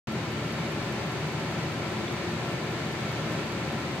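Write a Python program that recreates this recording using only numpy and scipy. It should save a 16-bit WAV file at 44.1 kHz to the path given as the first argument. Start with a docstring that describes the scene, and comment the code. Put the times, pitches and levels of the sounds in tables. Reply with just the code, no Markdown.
"""A quiet room, with a pocket watch lying on cloth close by.
A steady rumble, like ventilation, makes the room resonate under hiss, hum and a faint motor whine.
The watch's escapement (the part that lets the gears step on) beats five times a second: its steel
parts strike and ring, tiny and very high. A fainter, higher click comes just before most beats.
About halfway through there is one faint tap."""
import sys
import numpy as np
from scipy import signal
from scipy.fft import rfft, irfft
from scipy.io import wavfile
from scipy.ndimage import uniform_filter1d

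SR = 44100
rng = np.random.default_rng(int(sys.argv[2]) if len(sys.argv) > 2 else 0)


def log_audio(samples):
    """Write samples as a 16-bit WAV file to the path given in sys.argv[1]."""
    # one column per channel
    frames = np.atleast_2d(samples).T
    # limit to full scale, then quantise
    limited = np.clip(frames, -1, 1)
    pcm = np.round(limited * 32767).astype(np.int16)
    wavfile.write(sys.argv[1], SR, pcm)


N = 176400  # 4 seconds


def undb(db):
    """Turn decibels into a number to multiply by."""
    return 10 ** (np.asarray(db) / 20)


def curve(points, freqs):
    """Join (Hz, value) points with straight lines, giving every octave equal room."""
    hz, values = np.array(points, float).T
    return np.interp(np.log(freqs + 1e-3), np.log(hz), values)


def pan(db):
    """Left and right gains that make the left side louder by db."""
    return undb(np.array([[.5], [-.5]]) * db)


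def wander(per_second):
    """A smooth random wobble around 0, with a typical size of 1."""
    hold = int(SR / per_second)
    steps = np.repeat(rng.standard_normal(N // hold + 1), hold)
    smooth = uniform_filter1d(uniform_filter1d(steps, hold), hold)[:N]
    return (smooth - smooth.mean()) / smooth.std()


def room_air():
    """Rumble and hiss, boosted where the room resonates; the bass is alike in both ears, the treble not."""
    # Each row: frequency in Hz, noise level in dB.
    noise_shape = [(22, -97), (34, -79.5), (66, -92), (88, -70.5), (125, -58.5), (175, -61.5), (200, -72),
                   (250, -66.5), (300, -64.5), (390, -61.5), (480, -68), (560, -66.5), (800, -68),
                   (1050, -71.5), (1500, -72), (2300, -71.5), (3100, -76.5), (4200, -78.5), (5100, -83.5),
                   (6200, -85), (7800, -90), (9300, -95.5), (12000, -98.5), (13800, -101.5), (15600, -103)]
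    # Each row: a room resonance in Hz, its half-width in Hz, its relative peak level in dB.
    resonances = [(97.6, 4.4, -61), (128.8, 6, -55), (155.2, 13.5, -53), (177.5, 8.7, -56),
                  (217.5, 8.9, -52.5), (278.4, 9.1, -58.5), (321, 19, -59.5), (375, 28, -71),
                  (546, 13.2, -62.5), (592, 17, -68), (1017, 53, -68), (1351, 18, -68), (2226, 33, -70)]
    # Each row: frequency in Hz, how alike the two sides are (1 the same, 0 unrelated, -1 opposite).
    likeness = [(60, 0.97), (150, 1), (300, 0.94), (640, 0.9), (1000, 0.71), (1400, 0.72), (2000, 0.15),
                (2700, 0.056), (3800, 0.11), (4400, -0.18), (5200, -0.5), (6000, -0.31), (7000, -0.012),
                (8100, .43), (9500, 0.045), (11700, -.15), (15000, -.05)]
    # Each row: frequency in Hz, how much louder the left side is in dB.
    lean = [(100, 1.4), (220, 1), (380, 2), (700, 1.5), (1290, 2), (2500, -1.4), (4200, 4.5), (5800, 3.5),
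            (7300, 0), (10000, .8), (15000, -0.5)]
    resonance_db, flicker_db = -0.5, 0.31
    freqs = np.arange(N // 2 + 1) * SR / N
    power = undb(curve(noise_shape, freqs)) ** 2
    for hz, half_width, db in resonances:
        power += (undb(db + resonance_db) / (1 + ((freqs - hz) / half_width) ** 2)) ** 2
    shared, opposed = rfft(rng.standard_normal((2, N)))
    alike = np.clip(curve(likeness, freqs), -1, 1)
    stereo = shared * np.sqrt((1 + alike) / 2) + np.array([[1], [-1]]) * opposed * np.sqrt((1 - alike) / 2)
    air = irfft(stereo * np.sqrt(power * SR / 2) * pan(curve(lean, freqs)), N)
    return air * undb(flicker_db * wander(per_second=14))


def hum():
    """Tones from a motor and the mains supply, each wavering a little in pitch and level."""
    # Each row: pitch in Hz, level in dB, how much louder the left side is in dB,
    # how far the left wave runs ahead in radians, level waver in dB.
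    tones = [(59, -65, 0, 0, 2), (82, -49.5, 1.8, 0.15, 1), (118.3, -45, 1.2, 0, 1.5),
             (235, -53, 3.5, 0.49, 2.5), (351, -47.5, 7, 0.36, 2), (743, -58, 2, 0, 2),
             (888, -57.5, 3, 0, 2), (1292, -59.5, 5, .5, 2.5), (1351, -54.3, 8, 0.81, 2),
             (1765, -54, -5.5, 0.1, 1), (2354, -61.5, 1, .5, 2), (2998, -62.5, 6.5, 1.2, 1.5),
             (4645, -61.2, 6.5, .3, .6)]
    drift_hz = 0.49
    out = np.zeros((2, N))
    for hz, db, lean_db, lead, waver_db in tones:
        phase = 2 * np.pi * np.cumsum(hz + drift_hz * wander(per_second=5.006)) / SR
        tone = np.sqrt(2) * np.sin(phase + np.array([[.5], [-.5]]) * lead)
        out += tone * pan(lean_db) * undb(db + waver_db * wander(per_second=4.05))
    return out


def steel_ticks(events, contacts, rings):
    """Each tick is a quick cluster of steel contacts that ring briefly; wider rings die sooner."""
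    ring_samples, rise_s = SR // 25, .0005
    lead_rad = 1.2  # the left side hears the watch slightly earlier
    out = np.zeros((2, N))
    for start_s, tick_db in events:
        for delay_s, contact_db in contacts:
            start = int((start_s + delay_s) * SR)
            age = np.arange(min(ring_samples, N - start)) / SR
            rise = 1 - np.exp(-age / rise_s)
            for hz, width, ring_db in rings:
                phase = 2 * np.pi * (hz * age + rng.random()) + np.array([[.5], [-.5]]) * lead_rad
                ring = np.sin(phase) * np.exp(-np.pi * width * age)
                out[:, start:start + len(age)] += ring * rise * undb(tick_db + contact_db + ring_db)
    return out


def watch_beats():
    """The escapement pings with a slight limp: it unlocks, pushes, drops (the loudest) and rebounds."""
    # Each row: time of the drop in seconds, relative strength in dB.
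    beats = [(.123, 2), (.3203, 4), (.5232, 2), (.7202, 3), (.9234, 0), (1.1205, 1), (1.3234, 0),
             (1.5205, -1), (1.7227, -5), (1.9209, -3), (2.1234, 0), (2.32, 0), (2.5233, -3), (2.7202, -1),
             (2.924, -1), (3.12, 1), (3.3236, 1), (3.5207, 0), (3.7235, -1), (3.92, -1.5)]
    # Each row: a contact's time in seconds after the drop (negative is before), relative level in dB.
    contacts = [(-.011, -14), (-.006, -19), (0, 1), (.0016, -8)]
    # Each row: ringing pitch in Hz, width in Hz, relative level in dB.
    rings = [(10400, 330, -3), (10800, 400, -7), (11350, 350, -4), (11900, 350, -5.5), (12600, 200, -9),
             (12850, 140, -5)]
    return steel_ticks(beats, contacts, rings) * undb(-44) * pan(db=3.5)


def watch_clicks():
    """A fainter, drier click about 50 ms before most beats: one strike and two rattles."""
    # Each row: start in seconds, relative strength in dB.
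    clicks = [(.2673, -3), (.4726, 1), (.6664, -4), (.8718, -5), (1.0662, 6), (1.2725, 7), (1.4674, -1),
              (1.6716, -2), (1.8676, -1), (2.0732, -2), (2.4736, 3), (2.6663, 1), (2.8727, 3), (3.068, -5),
              (3.2728, 0), (3.468, -1), (3.673, 2), (3.8668, -6)]
    # Each row: a contact's time in seconds after the strike, relative level in dB.
    contacts = [(0, 0), (.0008, -3), (.002, -5)]
    # Each row: ringing pitch in Hz, width in Hz, relative level in dB.
    rings = [(9700, 600, -2), (10900, 900, -4), (12000, 700, -1.5), (13400, 600, -1.5), (14600, 300, -4.5),
             (15030, 250, -3)]
    return steel_ticks(clicks, contacts, rings) * undb(-51) * pan(db=-1)


def tap():
    """One faint tap nearby: a few milliseconds of noise gathered around one pitch."""
    peak_s, spread_s, pitch_hz, width_hz, level_db = 2.082, 0.0025, 3480, 350, -37
    freqs = np.arange(N // 2 + 1) * SR / N
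    ring = irfft(rfft(rng.standard_normal(N)) / (1 + (2 * (freqs - pitch_hz) / width_hz) ** 2), N)
    burst = np.exp(-((np.arange(N) / SR - peak_s) / spread_s) ** 2)
    return ring / ring.std() * undb(level_db) * burst


def scene():
    """The watch in the humming room, and one faint tap."""
    return room_air() + hum() + watch_beats() + watch_clicks() + tap()


def record(dry):
    """The sound starts abruptly, rises a little to its full level, and has its highest treble cut off."""
    start_s, start_db, settle_s, top_hz = .072, -1.5, 0.32, 15700
    age = np.arange(N) / SR - start_s
    gain = (age >= 0) * undb(start_db * np.exp(-np.maximum(age, 0) / settle_s))
    treble_cut = signal.ellip(12, .1, 80, top_hz, fs=SR, output="sos")
    return signal.sosfilt(treble_cut, dry * gain)


dry = scene()
out = record(dry)
log_audio(out)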